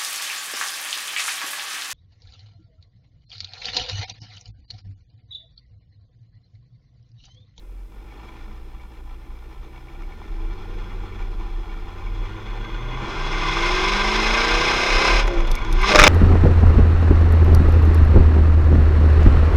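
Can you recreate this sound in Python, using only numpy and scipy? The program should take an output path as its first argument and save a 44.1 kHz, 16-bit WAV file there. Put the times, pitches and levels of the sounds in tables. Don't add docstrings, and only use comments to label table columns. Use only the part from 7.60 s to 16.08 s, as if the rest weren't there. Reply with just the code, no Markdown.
import sys
import numpy as np
from scipy import signal
from scipy.fft import rfft, irfft
from scipy.io import wavfile
from scipy.ndimage import uniform_filter1d

SR = 44100
rng = np.random.default_rng(int(sys.argv[2]) if len(sys.argv) > 2 else 0)


def generate_wav(signal):
    frames = np.transpose(np.atleast_2d(signal))
    scaled = np.clip(frames, -1, 1) * 32767
    pcm = np.round(scaled).astype(np.int16)
    wavfile.write(sys.argv[1], SR, pcm)


def boost(x):
    u = np.asarray(x, float) / 20
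    return 10 ** u


N = 373968
T = np.arange(N) / SR


def rms_one(x):
    return x / np.sqrt(np.mean(x ** 2) + 1e-20)


def in_time(rows):
    s, value = np.transpose(rows)
    return np.interp(T, s, value)


def drift(rate_hz):
    r = np.exp(-2 * np.pi * rate_hz / SR)
    slow = signal.lfilter([1], [1, -2 * r, r * r], rng.standard_normal(N + SR))
    return rms_one(slow[SR:])


def resonate(x, peaks):
    out = np.zeros(N)
    for k, (hz, width_hz, db) in enumerate(peaks):
        r = np.exp(-np.pi * max(width_hz, 10) / SR)
        ring = signal.lfilter([1, 0, -1], [1, -2 * r * np.cos(2 * np.pi * hz / SR), r * r], x)
        out += (-1) ** k * boost(db) * (1 - r * r) / 2 * ring
    return out


def band(x, low_hz, high_hz):
    return rms_one(signal.sosfilt(signal.butter(2, [low_hz, high_hz], "band", fs=SR, output="sos"), x))


def clicks(s, db):
    out = np.full(N, 1e-18)
    out[(np.asarray(s) * SR).astype(int)] = boost(db)
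    return out


# (frequency [Hz], relative density [dB per Hz])
ROAD_COLOUR = [(7.1, -24), (12, 9), (49, 8), (64, -16), (103, -24), (157, -34), (280, -32), (360, -50),
               (620, -120)]


def road_rumble():
    hz, db = np.transpose(ROAD_COLOUR)
    hz_grid = np.maximum(np.arange(N // 2 + 1) * SR / N, 1)
    colour_db = np.interp(np.log(hz_grid), np.log(hz), db)
    return rms_one(irfft(rfft(rng.standard_normal(N)) * boost(colour_db), N))


# (start [s], length [s], pitch [Hz], level [dB])
SWINGS = [(0.046, 0.57, 41.6, -44.5), (0.66, 1.47, 28.74, -40), (1.957, 0.1, 36.4, -32),
          (2.292, 0.26, 31.3, -33), (2.671, 0.3, 31.54, -26.5), (3.019, 0.48, 33.65, -31.5),
          (3.511, 0.79, 32.67, -27.5), (4.42, 0.28, 35.7, -26), (4.852, 0.6, 34.33, -28.5),
          (5.531, 0.67, 30.47, -25.5), (6.197, 0.88, 34.7, -26), (6.851, 0.42, 40.8, -32.5),
          (7.283, 0.12, 30.7, -18), (7.479, 0.26, 37.8, -18), (7.737, 0.25, 27.35, -16.5),
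          (8.061, 0.22, 30.2, -15), (8.349, 0.13, 27.2, -10.5)]
SWING_EDGE_S = .06
REST_DB = -44
JOLT_DB, RUMBLE_DB = -9.5, -6.5
THUD_DB = -2.5


def mount():
    swing, strength = 0, boost(REST_DB)
    for start, length, hz, db in SWINGS:
        to_edge = np.minimum(T - start, start + length - T)
        shape = boost(db) * np.sin(np.pi / 2 * np.clip(to_edge / SWING_EDGE_S, 0, 1))
        swing = swing + shape * np.sqrt(2) * np.sin(2 * np.pi * hz * (T - start))
        strength = strength + shape
    jolts = boost(JOLT_DB) * strength * band(band(rng.standard_normal(N), 24.3, 42), 18, 48)
    trend = uniform_filter1d(strength, size=SR // 2)
    rumble = boost(RUMBLE_DB) * trend * road_rumble()
    thud = boost(THUD_DB) * strength ** 2 * band(rng.standard_normal(N), 29, 108)
    return swing + thud + jolts + rumble


# (time [s], bright tick [dB], knock in the body [dB])
RATTLES = [(0.767, -64, -45), (2.421, -53, -41), (7.603, -49, -21), (7.673, -36, -30), (7.678, -43, -20),
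           (7.736, -54, -32), (7.805, -41, -23), (7.83, -56, -41), (7.871, -41, -53), (7.876, -47, -25),
           (7.903, -45, -46), (7.915, -26, -44), (7.919, -41, -41), (7.9527, -26.5, -46), (7.96, -40, -40),
           (8.0204, -52, -32), (8.048, -52, -25), (8.092, -52, -38), (8.115, -44, -40), (8.127, -27, -43),
           (8.133, -44, -42), (8.215, -34, -36), (8.221, -37, -37), (8.349, -44, -9), (8.3565, -41, -2),
           (8.365, -46, -15), (8.381, -44, -8), (8.387, -38, -6), (8.39, -36, 0), (8.396, -32, 4.5),
           (8.404, -36, -7), (8.411, -44, -9), (8.417, -30, -3), (8.429, -36, -6), (8.438, -30, 6.5),
           (8.442, -40, -8), (8.4529, -42, -7), (8.471, -40, -6), (8.4757, -32, 0)]
# (frequency [Hz], width [Hz], level [dB])
TICK_COLOUR = [(3580, 3600, -1.5), (5900, 1700, 1), (9000, 2000, -9), (12200, 4000, -12)]
KNOCK_COLOUR = [(1300, 300, 5), (2350, 330, 4), (3550, 450, -4), (5800, 1500, -9)]
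CHATTER_FROM_S, CHATTER_PER_S = 7.7, 8
CHATTER_TICK_DB, CHATTER_KNOCK_DB, CHATTER_SPREAD_DB = -54, -36, 3
TICK_FADE_S, KNOCK_FADE_S = .0025, .0032
TICK_GAIN_DB, KNOCK_GAIN_DB = 8.5, 7.0


def rattles():
    s, tick_db, knock_db = np.transpose(RATTLES)
    chatter = (rng.random(N) < CHATTER_PER_S / SR) * (np.arange(N) > CHATTER_FROM_S * SR)
    chatter = chatter * boost(CHATTER_SPREAD_DB * rng.standard_normal(N))
    ticks = clicks(s, tick_db) + boost(CHATTER_TICK_DB) * chatter
    knocks = clicks(s, knock_db) + boost(CHATTER_KNOCK_DB) * chatter
    noise = rng.standard_normal(N)
    tick_burst = noise * signal.lfilter([1], [1, -np.exp(-1 / (TICK_FADE_S * SR))], ticks)
    knock_burst = noise * signal.lfilter([1], [1, -np.exp(-1 / (KNOCK_FADE_S * SR))], knocks)
    tick = resonate(tick_burst, TICK_COLOUR)
    dull = signal.butter(6, 6900, fs=SR, output="sos")
    knock = signal.sosfilt(dull, resonate(knock_burst, KNOCK_COLOUR))
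    return boost(TICK_GAIN_DB) * tick + boost(KNOCK_GAIN_DB) * knock


# (time [s], strength of the stroke [dB])
PINGS = [(0.5082, -56), (0.6878, -56), (0.7711, -62), (1.1967, -59), (2.1596, -53), (2.2828, -54),
         (2.4334, -53), (2.5222, -51), (3.5234, -53), (4.0934, -51), (4.4665, -46), (4.8722, -50),
         (7.959, -42), (7.9706, -36), (8.016, -38), (8.05, -42), (8.209, -34), (8.2295, -26.5)]
# (frequency [Hz], level beside the stroke [dB], decay by 60 dB [s])
PING_MODES = [(2260, 9, 0.06), (2160, -38, 0.037), (2770, 4.5, .03)]


def pings():
    s, db = np.transpose(PINGS)
    out = np.zeros(N)
    for hz, level_db, t60_s in PING_MODES:
        r, w = boost(-60 / (t60_s * SR)), 2 * np.pi * hz / SR
        out += signal.lfilter([0, np.sin(w)], [1, -2 * r * np.cos(w), r * r], clicks(s, db + level_db))
    return band(out, 2000, 2560) * np.std(out)


FLOW_STEPS_DB = [-80, -75, -70, -66, -62, -52, -36, -29, -20]


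def with_flow(levels_db, flow_db):
    return np.interp(flow_db, FLOW_STEPS_DB, levels_db)


def gusts(turn, depth, cycle_depth, flutter_db):
    cycle = turn / 8
    puff = np.exp(depth * np.cos(turn) + cycle_depth * np.cos(cycle))
    flutter = boost(flutter_db * (drift(13.0) + 1.27 * drift(81.0)))
    return rms_one(puff * flutter * rng.standard_normal(N))


BOOM_DB = [-80, -77, -76, -80, -39, -37.5, -45, -38.5, -47]


def boom(flow_db):
    return boost(with_flow(BOOM_DB, flow_db)) * band(rng.standard_normal(N), 53, 134)


# (frequency [Hz], width [Hz], level [dB])
DRONE_PEAKS = [(118, 12, -25.5), (209, 18, 0), (271, 21, -4), (324.9, 4.2, 6), (384, 51, -3), (472, 61, -5),
               (620, 34, -10.5), (690, 160, -40)]
DRONE_DB = [-57, -55, -51, -49, -43, -37, -46, -40, -20]


def drone(turn, flow_db):
    puffs = gusts(turn, depth=0.2, cycle_depth=0.014, flutter_db=0.9)
    return boost(with_flow(DRONE_DB, flow_db)) * rms_one(resonate(puffs, DRONE_PEAKS))


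# (frequency [Hz], width [Hz], in the roar [dB], in the whistle [dB], in the rasp [dB])
BODY = [(798, 92, -0.5, 3, -10.5), (1010.5, 49.3, -1, 14.5, 1), (1175, 95, -7, 8.5, 3.5),
        (1335, 12.5, -1.5, -29, 2.5), (1420, 29, -3.5, 8, -1), (1578.4, 39, -33, 8, 7.5),
        (1764, 74, -9, -4, -2), (2095, 71, -17.5, 7.5, 8), (2296, 53, -6, 2, 5), (2497, 47, -18, 6.5, 7),
        (2666, 175, -23.5, -8, 0.5), (2853, 150, -23, -1.5, -1), (3162, 70, -45, -6, -1),
        (3343, 63, -10.5, 7.5, -22), (3532, 89, -16.5, -0.5, -4), (3650, 47, -19, -14, 0.5),
        (3956, 170, -46, -11.5, -1.5), (4310, 83, -21, -7, -37), (4630, 23, -33, -44, -39),
        (5168, 220, -34, -33, -0.5), (5825, 114, -30, -17, -7.5), (6250, 134, -36, -11.5, -9.5),
        (6730, 250, -55, -33, -14.5), (7250, 66, -28, -37, -20.5)]


def through_body(gas, layer):
    hz, width_hz, *layers_db = np.transpose(BODY)
    return rms_one(resonate(gas, zip(hz, width_hz, layers_db[layer])))


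ROAR_DB = [-68.5, -56.5, -52, -46.5, -43, -35, -35.5, -28, -13]


def roar(turn, flow_db):
    puffs = gusts(turn, depth=0.35, cycle_depth=0.093, flutter_db=1.5)
    return boost(with_flow(ROAR_DB, flow_db)) * through_body(puffs, 0)


WHISTLE_DB = [-83, -69, -70, -57.5, -35.5, -38.5, -24, -27, -22]


def whistle(turn, flow_db):
    puffs = gusts(turn, depth=0.047, cycle_depth=0.025, flutter_db=1.3)
    return boost(with_flow(WHISTLE_DB, flow_db)) * through_body(puffs, 1)


def rasp(gas, flow_db):
    rasp_db = 8.5
    return boost(flow_db + rasp_db) * through_body(gas, 2)


# (frequency [Hz], width [Hz], level [dB])
JET_COLOUR = [(7340, 130, 5), (8080, 990, 4.5), (8850, 360, 3), (8770, 600, -5), (9960, 610, 1.5),
              (11030, 340, -2), (12500, 1000, -6.5), (14500, 2200, -10.5)]


def jet(gas, flow_db):
    jet_db = -20.5
    return boost(flow_db + jet_db) * rms_one(resonate(gas, JET_COLOUR))


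# (time [s], pattern: 0 light load, 1 first pull, 2 throttle shut, 3 second pull)
PATTERN = [(5.3, 0), (5.7, 1), (7.6, 1), (7.66, 2), (8.28, 2), (8.35, 3)]


def second_pull():
    return np.clip(in_time(PATTERN) - 2, 0, 1)


def bark(turn):
    depth, one_bark_s, spread_db = .6, 8.359, 3
    grown = second_pull() ** 2
    phase = (turn - turn[int(one_bark_s * SR)]) / 2
    puff = np.exp(depth * grown * (np.cos(phase) - .5))
    return puff * boost(spread_db * grown * drift(40))


SHUT_S, OPEN_S, THROTTLE_MOVE_S = 7.61, 8.11, .03


def shut_between(from_s, to_s, move_s):
    return np.clip(np.minimum(T - from_s, to_s - T) / move_s, 0, 1)


def wandering_turn(turn, shut):
    open_rad, added_shut_rad = .012, .04
    return turn + 8 * (open_rad + added_shut_rad * shut) * drift(6)


# (rate [firings per s], tone [dB], octave [dB])
FIRING = [(41, -39, -56), (57, -43, -57), (62, -45, -51), (70, -47, -57), (84, -43, -57), (95, -39, -50),
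          (112, -39, -55), (119, -39, -53), (124, -33, -51), (128, -34, -51), (133, -45, -52),
          (140, -36, -52), (150, -38, -45), (158, -36, -37), (175, -42, -30), (195, -37, -34),
          (215, -33, -36), (240, -39, -32), (257, -44, -35), (275, -42, -34)]
FIRING_GAIN_DB = [0, 0, 0, 0, 0, -6, 0, 0, 11]
SHUT_FIRING_DB, FIRING_SAG_DB_PER_S = -4, 34
SECOND_OCTAVE_DB = 4


def firing_tone(per_s, turn, shut, flow_db):
    unsteady_db = 1.6 * drift(5)
    rate, tone_db, octave_db = np.transpose(FIRING)
    shut_db = shut * (SHUT_FIRING_DB - FIRING_SAG_DB_PER_S * (T - SHUT_S))
    gain_db = with_flow(FIRING_GAIN_DB, flow_db) + shut_db
    tone_db = np.interp(per_s, rate, tone_db) + gain_db + unsteady_db
    octave_db = np.interp(per_s, rate, octave_db) + gain_db - unsteady_db + SECOND_OCTAVE_DB * second_pull()
    return np.sqrt(2) * (boost(tone_db) * np.sin(turn) + boost(octave_db) * np.sin(2 * turn + 1))


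# (eighths past a multiple of the firing rate,
# light load [dB], first pull [dB], throttle shut [dB], second pull [dB])
CYLINDERS = [(0, 5, 3, 0, 15), (1, -7, -7, 4, 2), (2, 4, -1, -1, 4), (3, -1, 1, 4, 5), (4, -5, 0, -4, 9),
             (5, -3, 0, -1, 5), (6, -3, 3, -2, 8), (7, 0, -9, -6, 2)]
# (frequency [Hz], until the gear change [dB], in the second pull [dB])
PIPE = [(60, -9, -9), (130, -11, -10), (210, -14, -10), (270, -19, -12), (306, -18, -6), (325, 0, -8),
        (350, -2, -8), (420, -6, -9), (490, -7, -6), (560, -12, -4), (620, -7, -3), (740, -8, -9),
        (900, -11, -16), (1020, -4, -19), (1200, -12, -16), (1400, -26, -26)]
ORDERS_DB = [-67, -59, -57, -52, -49, -46, -41, -33, -28]
LOWEST_EIGHTH, HIGHEST_EIGHTH = 5, 44
ORDER_PEAK, ORDER_FALL_DB, SHUT_FALL_DB = 17, .33, .5
ORDERS_SHUT_S, ORDERS_BACK_S = 7.63, 8.33
SHUT_ORDERS_DB, ORDERS_SAG_DB_PER_S = 11, 27
SWELL_DB, SHUT_SWELL_DB = 3.3, 6


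def cylinder_orders(per_s, turn, shut, flow_db):
    pipe_hz, before_db, after_db = np.transpose(PIPE)
    coarse = np.arange(0, N, 256)
    pattern, after, shut_coarse = in_time(PATTERN)[coarse], second_pull()[coarse], shut[coarse]
    late = shut_between(ORDERS_SHUT_S, ORDERS_BACK_S, 2 * THROTTLE_MOVE_S)
    late_db = late * (SHUT_ORDERS_DB - ORDERS_SAG_DB_PER_S * (T - SHUT_S))
    orders_db = (with_flow(ORDERS_DB, flow_db) + late_db)[coarse]
    spread_db = SWELL_DB + (SHUT_SWELL_DB - SWELL_DB) * shut_coarse
    fall_db = ORDER_FALL_DB * (1 - after / 2) + SHUT_FALL_DB * shut_coarse
    out = np.zeros(N)
    for eighths in range(LOWEST_EIGHTH, HIGHEST_EIGHTH + 1):
        if eighths in (8, 16):
            continue
        cylinder_db = np.interp(pattern, [0, 1, 2, 3], CYLINDERS[eighths % 8][1:])
        cylinder_db = cylinder_db - fall_db * max(eighths - ORDER_PEAK, 0)
        swell_db = spread_db * np.interp(coarse, np.linspace(0, N, num=90), rng.standard_normal(size=90))
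        place = np.log(per_s[coarse] * eighths / 8)
        colour_db = ((1 - after) * np.interp(place, np.log(pipe_hz), before_db)
                     + after * np.interp(place, np.log(pipe_hz), after_db))
        level = boost(cylinder_db + swell_db + colour_db + orders_db)
        line = np.sin(turn * eighths / 8 + rng.uniform(0, 2 * np.pi))
        out += np.interp(np.arange(N), coarse, level) * line
    return np.sqrt(2) * out


# (time [s], rate [firings per s])
SPEED = [(0.0, 40.9), (0.3, 46.0), (0.6, 54.7), (0.9, 59.7), (1.5, 57.2), (1.85, 57.8), (2.1, 60.2),
         (2.4, 68.4), (3.0, 89.6), (3.3, 93.4), (3.9, 84.6), (4.2, 83.6), (4.5, 92.7), (5.1, 111.7),
         (5.4, 126.5), (5.7, 145.6), (6.0, 170.1), (6.45, 206.5), (6.9, 237.5), (7.5, 273.3), (7.56, 275),
         (7.62, 271), (7.7, 258.0), (7.9, 233.5), (8.0, 218.2), (8.07, 190), (8.11, 168), (8.16, 177),
         (8.22, 186), (8.3, 205.1), (8.4, 200.2), (8.48, 198.0)]
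# (time [s], level [dB])
FLOW = [(0.0, -77), (0.28, -77), (0.4, -73), (0.61, -67.5), (0.9, -68.5), (1.15, -73), (1.89, -71.5),
        (3.21, -64.5), (4.08, -66.5), (4.7, -63.5), (5.31, -62.5), (5.5, -48.5), (6.04, -34.5),
        (6.31, -33.5), (7.32, -29.5), (7.46, -27.5), (7.6, -31.5), (7.65, -48), (7.89, -54), (8.1, -56),
        (8.2, -45), (8.29, -27), (8.36, -24), (8.43, -24.5), (8.48, -21)]


def exhaust():
    per_s, flow_db = in_time(SPEED), in_time(FLOW)
    turn = 2 * np.pi * np.cumsum(per_s) / SR
    shut = shut_between(SHUT_S, OPEN_S, THROTTLE_MOVE_S)
    line_turn = wandering_turn(turn, shut)
    gas = gusts(turn, depth=0.044, cycle_depth=0.16, flutter_db=0.52)
    barking = bark(turn)
    upper = barking * (roar(turn, flow_db) + whistle(turn, flow_db) + rasp(gas, flow_db))
    panels = signal.butter(4, [700, 7400], "band", fs=SR, output="sos")
    upper = signal.sosfilt(panels, upper)
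    lines = firing_tone(per_s, line_turn, shut, flow_db) + cylinder_orders(per_s, line_turn, shut, flow_db)
    low = drone(turn, flow_db) + boom(flow_db)
    return np.sqrt(barking) * (lines + low) + upper + jet(gas, flow_db)


def scene():
    return (mount() + rattles() + pings() + exhaust())[None]


def roll_off(x):
    return signal.sosfilt(signal.butter(12, 15530, fs=SR, output="sos"), x)


def record(dry):
    self_noise_db = -67.5
    hiss = boost(self_noise_db) * rng.standard_normal(dry.shape)
    mix = np.clip(dry + hiss, -1, 1)
    return roll_off(mix)


dry = scene()
out = record(dry)
generate_wav(out)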